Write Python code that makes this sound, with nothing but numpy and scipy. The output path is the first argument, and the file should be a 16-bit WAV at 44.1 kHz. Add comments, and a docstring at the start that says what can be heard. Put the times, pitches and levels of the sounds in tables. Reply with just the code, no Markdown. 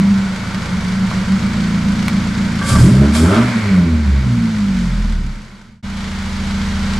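"""Car revved in a workshop

A four-cylinder car idles into a workshop, is revved twice and settles; the sound fades to silence.
After a cut the microphone is beside the wheel of the idling car. Exhaust tones are cosines locked to
the firing phase, booming in pipe and shed; engine bay, gas flow and intake are shaped noise, with
ringing modes for the block, wavering sines for the whistle and short knocks for grit under the tyres."""
import sys
import numpy as np
from scipy import signal
from scipy.fft import rfft, irfft, next_fast_len
from scipy.io import wavfile
from scipy.ndimage import uniform_filter1d, map_coordinates

SR = 44100
rng = np.random.default_rng(int(sys.argv[2]) if len(sys.argv) > 2 else 0)


def waveform_to_disk(signal):
    """Save audio, clipped to [-1, 1], as 16-bit WAV at the path in sys.argv[1]."""
    frames = np.transpose(np.atleast_2d(signal))
    scaled = np.clip(frames, -1, 1) * 32767
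    samples = np.round(scaled).astype(np.int16)
    wavfile.write(sys.argv[1], SR, samples)


def volts_from_decibels(level):
    """Turn decibel levels (scalar or array-like) into linear amplitude factors."""
    exponent = np.asarray(level, float) / 20
    return 10 ** exponent


N = 308259
CUT = 5.826  # s, the microphone moves to the wheel


def unit(x):
    """Scaled to rms 1."""
    return x / np.sqrt(np.mean(x ** 2) + 1e-20)


def along(points, hz):
    """Reads (f/Hz, value) points on a log frequency axis."""
    f, value = np.transpose(points)
    return np.interp(np.log(hz + 1), np.log(f + 1), value)


def curves(rows):
    """One value per sample for each column after the time."""
    s, *columns = np.transpose(rows)
    return [np.interp(np.arange(N) / SR, s, column) for column in columns]


def wobble(rate):
    """A smooth random curve with rate knots a second."""
    return map_coordinates(rng.standard_normal(N // 200), [np.arange(N) * rate / SR])


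def between(t0, t1, edge):
    """Gate: 1 from t0 to t1, with soft edges in seconds."""
    t = np.arange(N) / SR
    opening = np.clip((t - t0) / edge + 0.5, 0, 1)
    closing = np.clip((t1 - t) / edge + 0.5, 0, 1)
    return opening * closing


def filtered(x, response):
    """x times a complex response of frequency, padded so that tails do not wrap."""
    m = next_fast_len(N + SR)
    return irfft(rfft(x, m) * response(np.fft.rfftfreq(m, 1 / SR)), m)[..., :N]


def resonances(modes):
    """Causal response of (f/Hz, width/Hz, level/dB) modes, alternating in sign."""
    def response(f):
        total = 0
        for i, (centre, width, db) in enumerate(modes):
            damping = 1j * f * width
            total = total + (-1) ** i * volts_from_decibels(db) * damping / (centre ** 2 - f ** 2 + damping)
        return total
    return response


# likeness of left and right before the spread is applied: (f/Hz, correlation)
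LIKENESS = [(60, .998), (180, .99), (540, .75), (1600, .7), (4800, .7), (8000, .85), (14000, .6)]


def noise(spectrum, spread):
    """Stereo noise of rms 1; spread scales the angle by which left and right differ."""
    def mid_side(hz):
        angle = spread * np.arccos(np.clip(along(LIKENESS, hz), -1, 1)) / 2
        return volts_from_decibels(along(spectrum, hz)) * [np.cos(angle), np.sin(angle)]
    mid, side = filtered(rng.standard_normal((2, N)), mid_side)
    return unit(np.array([mid + side, mid - side]))


# engine speed: (t/s, firing rate f/Hz)
ENGINE_SPEED = [(0.1, 28.24), (0.4, 26.9), (0.82, 26.7), (1.2, 27.57), (1.55, 28.48), (2.58, 28.3),
                (2.71, 28.68), (2.76, 35.86), (2.87, 43.8), (2.93, 62.9), (2.99, 67.4), (3.25, 81.7),
                (3.37, 111.9), (3.44, 122.3), (3.49, 122.9), (3.56, 114.1), (3.75, 92.4), (3.87, 82.56),
                (4.15, 67.46), (4.3, 60.54), (4.46, 56.47), (4.68, 49.08), (4.84, 44.45), (4.96, 42),
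                (5.24, 34.28), (5.41, 31.56), (5.8, 27.16), (5.83, 28.1), (6.2, 27.77), (6.36, 27.85),
                (6.45, 28.09), (6.99, 28.14)]


def crank():
    """Firing rate in Hz and firing phase in radians, the clock of every engine sound."""
    rate, = curves(ENGINE_SPEED)
    return rate, 2 * np.pi * np.cumsum(rate) / SR


def exhaust(rate, phase):
    """Everything that leaves the tail pipe before the cut: tones and the gas flow that follows them."""
    tones = idle(phase) + rev(rate, phase)
    return tones + turbulence(tones)


# idling in: (t/s, orders up to the fifth level/dB, orders around the boom level/dB,
# seventh order level/dB, tone a quarter order below it level/dB)
IDLE_LEVELS = [(0.0, -38, -15, -10.5, -35), (0.14, -36, -41, -9, -43), (0.36, -34.5, -32, -30.5, -44),
               (0.6, -32.5, -35, -28, -31), (0.75, -33, -38, -29, -19.5), (0.98, -32, -35, -15, -26),
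               (1.12, -31, -31, -20.5, -24), (1.32, -31.5, -29, -18.5, -16.5),
               (1.7, -29.5, -22.5, -19, -27.5), (2.1, -29, -24.5, -24, -25), (2.5, -30.5, -23, -24, -30),
               (2.7, -32, -25.5, -26, -26)]
# balance of the idle orders: (multiple of the firing rate, relative level/dB)
IDLE_ORDERS = [(1, -4), (2, -3), (3, 0), (4, 0.5), (5, -3), (6, 0.5), (8, -0.5), (9, -39), (10, -12.5),
               (12, -19)]
BOOM_ORDER, LOW_BOOM_ORDER = 7, 3  # the orders on the pipe's booms at idle


def idle(phase):
    """Wavering orders; the seventh meets the pipe's boom and, the cylinders being uneven,
    throbs once in four firings."""
    low_db, high_db, boom_db, quarter_db = curves(IDLE_LEVELS)
    drift, waver_db = 0.3, 1.6  # radians, dB
    throb_rad = 0.47  # where in the four-firing cycle the boom is fullest
    orders = 0
    for k, db in IDLE_ORDERS:
        level_db = (low_db if k <= 5 else high_db) + db + waver_db * wobble(5.62)
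        orders = orders + volts_from_decibels(level_db) * np.cos(k * phase + 0.7 * k * k + drift * wobble(7.1))
    seventh = BOOM_ORDER * phase + drift * wobble(5)
    quarter_below = seventh - phase / 4 + throb_rad
    boom = volts_from_decibels(boom_db) * np.sin(seventh) + volts_from_decibels(quarter_db) * np.sin(quarter_below)
    return np.sqrt(2) * (orders + boom) * between(-1, REV_LEVELS[0][0], edge=0.031)


# booms of pipe and shed: (f/Hz, width/Hz, level/dB)
PIPE_BOOMS = [(38, 8.1, -8), (69.7, 12, 9), (125, 9.8, -0.5), (191.5, 12, 1.5), (221.6, 16.5, 1.5)]
# colour of the gas flow, here and beside the wheel: (f/Hz, relative level/dB per Hz)
RUMBLE_COLOUR = [(6, -12), (25, -8), (70, -0.5), (200, 15), (240, 1.5), (450, -28), (600, -42)]


def turbulence(tones):
    """Unsteady gas flow, following the tones well under them, rumbles and rings the low booms."""
    flow_db, follow_s = -14.5, 0.048  # level against the tones; time over which it follows them
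    least_db = -30.5  # the flow never quite stops before the cut
    tone_level = np.sqrt(np.abs(uniform_filter1d(tones ** 2, size=round(follow_s * SR))))
    level = volts_from_decibels(flow_db) * tone_level + volts_from_decibels(least_db)
    booms = unit(filtered(noise(RUMBLE_COLOUR, spread=1.2), resonances(PIPE_BOOMS)))
    rumble = volts_from_decibels(-7.0) * noise(RUMBLE_COLOUR, spread=0.96)
    return level * (booms + rumble) * between(-1, CUT, edge=0.03)


# engine bay before the change of colour: (t/s, rush level/dB, growl level/dB)
BAY_LEVELS = [(0.0, -33.5, -29.5), (0.3, -33.5, -29.5), (0.8, -32.5, -29), (2.58, -31.5, -29),
              (3.6, -31, -26.5), (3.93, -36, -32), (4.84, -34, -33.5), (5.82, -36, -33.5),
              (5.84, -38, -36.5), (6.02, -35, -35), (6.8, -31.5, -31.5), (6.95, -31, -31)]
# bright rush of fan and belts: (f/Hz, relative level/dB per Hz)
RUSH_COLOUR = [(760, -41), (1300, -11), (1480, -6), (1820, -5), (2190, -6), (2630, -10), (3030, -8),
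               (4510, -10), (7510, -17.5), (12300, -32.5), (13700, -52), (14900, -56)]
# darker growl: (f/Hz, relative level/dB per Hz)
GROWL_COLOUR = [(150, -6), (250, -2), (274, -7.5), (341, -9), (552, -9.5), (759, -12.5), (1120, -9),
                (1240, -10), (1380, -7), (1870, -21), (2200, -12.5), (2860, -30.5), (4840, -120)]
# ringing of engine block and covers: (f/Hz, width/Hz, level/dB)
BLOCK_MODES = [(912, 12, 2), (1006, 19, -1), (1317, 35, -3), (1448, 52, -1.5), (1544, 35, 2.5),
               (1900, 42, -2.5), (2080, 48, -5), (2280, 43, -1.5), (4570, 140, -10.5)]
# change of colour beside the wheel: (f/Hz, gain level/dB)
NEARER_COLOUR = [(300, -2), (400, 2), (500, 0), (900, 3.5), (1400, 1), (1900, 1.5), (2300, 0.5),
                 (3000, 1.5), (8000, 0.5)]


def engine_bay(phase):
    """Fan and belts rush, the block rings; valve gear clatters once per firing, some strokes harder."""
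    rush_db, growl_db = curves(BAY_LEVELS)
    stroke = np.exp(-(phase % (2 * np.pi)) / 1.16) * volts_from_decibels(4.7 * wobble(28))
    flutter_db = 0.5 * wobble(10)
    rush = volts_from_decibels(rush_db + flutter_db) * unit((1 + 0.43 * stroke) * noise(RUSH_COLOUR, spread=1.09))
    growl = volts_from_decibels(growl_db + flutter_db) * unit((1 + 0.11 * stroke) * noise(GROWL_COLOUR, spread=0.88))
    strikes = (1 + 0.22 * stroke) * noise([(500, 0.0051), (6000, 0)], spread=0.87)
    ring = volts_from_decibels(growl_db - 7.0) * unit(filtered(strikes, resonances(BLOCK_MODES)))
    far = rush + growl + ring
    near = filtered(far, lambda hz: volts_from_decibels(along(NEARER_COLOUR, hz)))
    return np.where(np.arange(N) < CUT * SR, far, near)


# grit under the tyres: (t/s, level/dB before filtering, knock f/Hz, crack level/dB against the snap)
GRIT_SNAPS = [(1.1137, -9.5, 1110, -25), (2.0817, -7, 2260, -4), (2.613, -16, 1567, -20)]
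# wall echoes of a snap: (delay t/s, level/dB before dulling)
WALL_ECHOES = [(.0105, -6), (.0185, -8), (.03, -16)]


def ticks():
    """Each snap is a short knock with a crack that dies in the shed; walls send back duller copies."""
    out, t = np.zeros(N + SR), np.arange(SR // 10) / SR
    for s, db, hz, crack_db in GRIT_SNAPS:
        knock = np.sin(2 * np.pi * hz * t) * volts_from_decibels(-60 * t / 0.01)
        knock = knock - np.sin(np.pi * hz * t) * volts_from_decibels(-60 * t / 0.0067)  # an octave lower, shorter
        decay = volts_from_decibels(-60 * t / 0.015) + 0.2 * volts_from_decibels(-60 * t / 0.12)
        crack = volts_from_decibels(crack_db) * rng.standard_normal(len(t)) * decay
        out[round(s * SR):][:len(t)] += volts_from_decibels(db) * (knock + crack)

    def shed(f):
        echoes = sum(volts_from_decibels(db) * np.exp(-2j * np.pi * f * s) for s, db in WALL_ECHOES)
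        walls = 1 + echoes / (1 + 1j * f / 1900) ** 2
        return walls * 1j * f / (600 + 1j * f) / (1 + 1j * f / 6000) ** 2  # thinned below, dulled above
    return filtered(out[:N], shed)


def swells(rows, column, fall):
    """Gain of events that climb to their peak, then die away at fall dB a second; powers add."""
    rise_db = 23.5  # climbed during one rise time
    t = np.arange(N) / SR
    power = 0
    for row in rows:
        peak, rise = row[:2]
        below_db = np.where(t < peak, rise_db * (peak - t) / rise, fall * (t - peak))
        power = power + volts_from_decibels(row[column] - below_db) ** 2
    return np.sqrt(power)


# throttle opens: (peak t/s, rise t/s, hiss level/dB, gulp level/dB)
THROTTLE_STABS = [(2.694, 0.084, -23.5, -24.5), (2.8, .04, -28.5, -34), (3.152, 0.033, -25, -23.5),
                  (3.346, 0.058, -38.5, -28)]
# whistle swells: (peak t/s, rise t/s, level/dB)
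WHISTLE_SWELLS = [(2.618, 0.0061, -22), (2.64, .02, -26), (2.7, 0.038, -21), (2.73, 0.033, -24.5),
                  (2.755, 0.026, -19), (3.16, .03, -30), (3.346, .05, -37)]
# roar swells: (peak t/s, rise t/s, level/dB)
ROAR_SWELLS = [(2.628, .03, -35), (2.7, 0.025, -25), (2.76, 0.039, -23), (3.05, 0.1, -27),
               (3.155, 0.027, -26), (3.26, 0.083, -22.5), (3.33, 0.063, -16.5), (3.38, 0.096, -20.5)]
# singing modes of the air box: (f/Hz, width/Hz, relative level/dB)
AIRBOX_MODES = [(550, 40, -7), (1165, 24, 0), (1565, 40, -3), (2130, 80, -13)]
# colour of the throttle hiss: (f/Hz, relative level/dB per Hz)
HISS_COLOUR = [(2940, -25), (5000, 1), (6060, -7), (7610, 0.5), (8260, -5.5), (8970, 1), (9340, -11),
               (10000, -4), (13100, -21), (14900, -34)]
# colour of the gulp of air: (f/Hz, relative level/dB per Hz)
GULP_COLOUR = [(1060, -19), (1800, 0), (1960, -27), (2150, 1), (2920, -11.5), (3270, 1), (3940, -5.5),
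               (5240, -10.5), (6500, -13), (8450, -42), (14300, -120)]
# colour of the full-load roar: (f/Hz, relative level/dB per Hz)
ROAR_COLOUR = [(290, -46), (500, -24), (633, 6), (729, -7.5), (1350, 2), (1700, -9.5), (2060, -13),
               (2500, -15.5), (3250, -15), (5500, -120)]


def intake(phase):
    """Air tears past the opening throttle, sings in the air box and roars at full load."""
    t = np.arange(N) / SR
    strokes = unit(1 + 0.32 * np.cos(phase))  # each intake stroke gulps once
    breathy = unit(filtered(rng.standard_normal(N), lambda f: resonances(AIRBOX_MODES)(f) ** 2))
    clear = 0
    for hz, width, db in AIRBOX_MODES:  # a wider mode wavers faster
        tone = np.sin(2 * np.pi * hz * t + 1.36 * wobble(width))
        clear = clear + volts_from_decibels(db + 3.6 * wobble(width)) * tone
    whistle = swells(WHISTLE_SWELLS, column=2, fall=330) * (unit(clear) + volts_from_decibels(-2) * breathy)
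    hiss = swells(THROTTLE_STABS, column=2, fall=80) * noise(HISS_COLOUR, spread=0.87)
    gulp = swells(THROTTLE_STABS, column=3, fall=140) * noise(GULP_COLOUR, spread=1.0)
    roar = swells(ROAR_SWELLS, column=2, fall=125) * strokes * noise(ROAR_COLOUR, spread=1.0)
    return hiss + gulp + roar + whistle


# revving and settling: (t/s, load level/dB, overtones over the firing order level/dB,
# third order over the other overtones level/dB, rasp level/dB)
REV_LEVELS = [(2.71, -36, 14.5, 10, -27), (2.79, -16.5, 3, 2, -23.5), (2.86, -13.5, -3, 2, -19.5),
              (2.93, -26.5, 8, 2, -22.5), (3.02, -18, 8.5, -3, -17.5), (3.15, -20.5, -6.5, 4, -32),
              (3.25, -9.5, -7, 10.5, -16.5), (3.33, -8, -14.5, 5, -17), (3.41, -25.5, 10.5, 1, -21),
              (3.52, -31.5, 4.5, 2, -37), (3.65, -11.5, -13.5, 5, -32), (3.8, -15, 0.5, 9, -27),
              (4.0, -18.5, -12, 7, -35), (4.2, -17, -8, -15, -38), (4.33, -21.5, -2, -3.5, -39),
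              (4.46, -31, 8.5, -1, -44), (4.62, -23, 0.5, -4, -47), (4.95, -13, -13, -6, -45.5),
              (5.06, -12.5, -13, -8, -44), (5.28, -14, -13, 5, -40), (5.42, -27.5, -18, -4, -52),
              (5.55, -35, -10, -4, -48), (5.8, -30, 13, -6, -44)]
# balance of the revving orders: (multiple of the firing rate, relative level/dB)
REV_ORDERS = [(1, 0.5), (2, 0.5), (3, -2.5), (4, 0), (5, -5.5), (6, -11.5), (7, -8.5), (8, -8)]
# standing waves of pipe and shed that every order glides through: (f/Hz, gain level/dB)
STANDING_WAVES = [(28, 1), (40, -1.5), (56, -11), (68, 5.5), (82, -1), (95, -10.5), (101, -4.5), (112, -4),
                  (121, 11), (134, 2.5), (151, -11), (166, 2.5), (173, 4.5), (184, 7), (202, 6), (213, 2),
                  (227, 9.5), (245, -2), (258, -15), (275, -25), (320, -18.5), (450, -29), (740, -38)]
# silencer modes: (f/Hz, width/Hz, level/dB)
SILENCER_MODES = [(286.5, 12.6, 4), (336, 20, -1), (402.2, 14, 1), (553, 34, -12), (610.4, 11.7, -5)]


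def rev(rate, phase):
    """Low orders swell and fade as they glide through the standing waves; uneven overtones and
    puffs of gas rasp in the silencer."""
    load_db, over_db, third_db, rasp_db = curves(REV_LEVELS)
    low = 0
    for k, db in REV_ORDERS:
        level_db = load_db + db + over_db * (k > 1) + third_db * (k == 3)
        level_db = level_db + along(STANDING_WAVES, k * rate) + 0.8 * wobble(16)
        low = low + np.sqrt(2) * volts_from_decibels(level_db) * np.cos(k * phase + 1.1 * k ** 2)
    overtones = volts_from_decibels(1.5 * wobble(30)) * sum(np.cos(k * phase) for k in range(4, 16))
    puffs = volts_from_decibels(20.5) * (1 + np.cos(phase)) * rng.standard_normal(N)
    rasp = filtered(overtones + puffs, resonances(SILENCER_MODES))
    # level the rasp over a quarter second, so that the table alone sets its loudness
    rasp = rasp / np.sqrt(np.abs(uniform_filter1d(rasp ** 2, size=SR // 4)) + 1e-12)
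    return (low + volts_from_decibels(rasp_db) * rasp) * between(REV_LEVELS[0][0], CUT, edge=0.021)


# air through the radiator at high revs: (t/s, level/dB)
RADIATOR_AIR = [(3.3, -42.5), (3.42, -30), (3.55, -29.5), (3.68, -30.5), (3.8, -36.5), (3.95, -40),
                (4.2, -37.5), (4.32, -51), (4.4, -50)]


def whoosh():
    """A broad band of air noise while the fan spins fast."""
    colour = [(1300, -17.5), (1600, -4), (2000, -3), (2250, 1), (2600, -10.5), (3300, -22),
              (4400, -15), (6000, -46)]  # (f/Hz, relative level/dB per Hz)
    gate = between(RADIATOR_AIR[0][0], RADIATOR_AIR[-1][0], edge=0.05)
    return volts_from_decibels(curves(RADIATOR_AIR)[0]) * noise(colour, spread=1.06) * gate


# engine beside the wheel: (t/s, exhaust orders level/dB)
CLOSE_LEVELS = [(5.83, -24.5), (6.3, -21.5), (6.5, -18.5), (6.99, -18.5)]
# balance of the orders beside the wheel: (multiple of the firing rate, relative level/dB)
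CLOSE_ORDERS = [(1, -5), (2, -11), (3, -5), (4, -12), (5, -18), (6, -11), (7, 0), (8, -8), (9, -29),
                (10, -22)]


def exhaust_close(phase):
    """Idle near the wheel: gently wavering orders; each boom of the pipe inverts those above it."""
    orders = 0
    for k, db in CLOSE_ORDERS:
        inversions = (k > BOOM_ORDER) + (k > LOW_BOOM_ORDER)
        angle = k * phase + 0.04 * k * k + np.pi * inversions + 0.2 * wobble(9)
        orders = orders + volts_from_decibels(db + wobble(7)) * np.cos(angle)
    # uneven cylinders sound between the orders
    half = volts_from_decibels(-9 + 4.2 * wobble(4.1)) * np.sin(2.5 * phase)
    rumble = volts_from_decibels(-17) * noise(RUMBLE_COLOUR, spread=1.1)
    after_cut = np.arange(N) >= CUT * SR
    return volts_from_decibels(curves(CLOSE_LEVELS)[0]) * after_cut * (unit(orders) + half + rumble)


def scene():
    """All sources; the sound fades out evenly before the cut and opens quickly after it."""
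    rate, phase = crank()
    t = np.arange(N) / SR
    fade_from = 4.81  # s
    fade_out = np.clip((CUT - 0.004 - t) / (CUT - fade_from), 0, 1)
    fade_in = np.clip((t - CUT) / 0.019, 0, 1)
    car = exhaust(rate, phase) + engine_bay(phase) + intake(phase) + whoosh() + exhaust_close(phase)
    return np.where(t < CUT, fade_out, fade_in) * (car + ticks())


def top_cut(x):
    """Nothing passes above the cut-off."""
    return signal.sosfilt(signal.butter(12, 15030, fs=SR, output="sos"), x)


# colour of the two microphone ports: (f/Hz, left minus right level/dB)
PORT_BALANCE = [(200, -.5), (500, -1.8), (1000, -.3), (4000, -.7), (8000, -.2)]


def record(dry):
    """Two microphone ports of slightly different colour; the loudest peaks clip, the top is cut off."""
    sides = np.array([[1], [-1]])
    ports = filtered(dry, lambda hz: volts_from_decibels(along(PORT_BALANCE, hz) / 2 * sides))
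    clipped = ports / (1 + np.abs(ports) ** 16) ** (1 / 16)
    finished = filtered(clipped, lambda hz: hz < 15000)
    return top_cut(finished)


dry = scene()
out = record(dry)
waveform_to_disk(out)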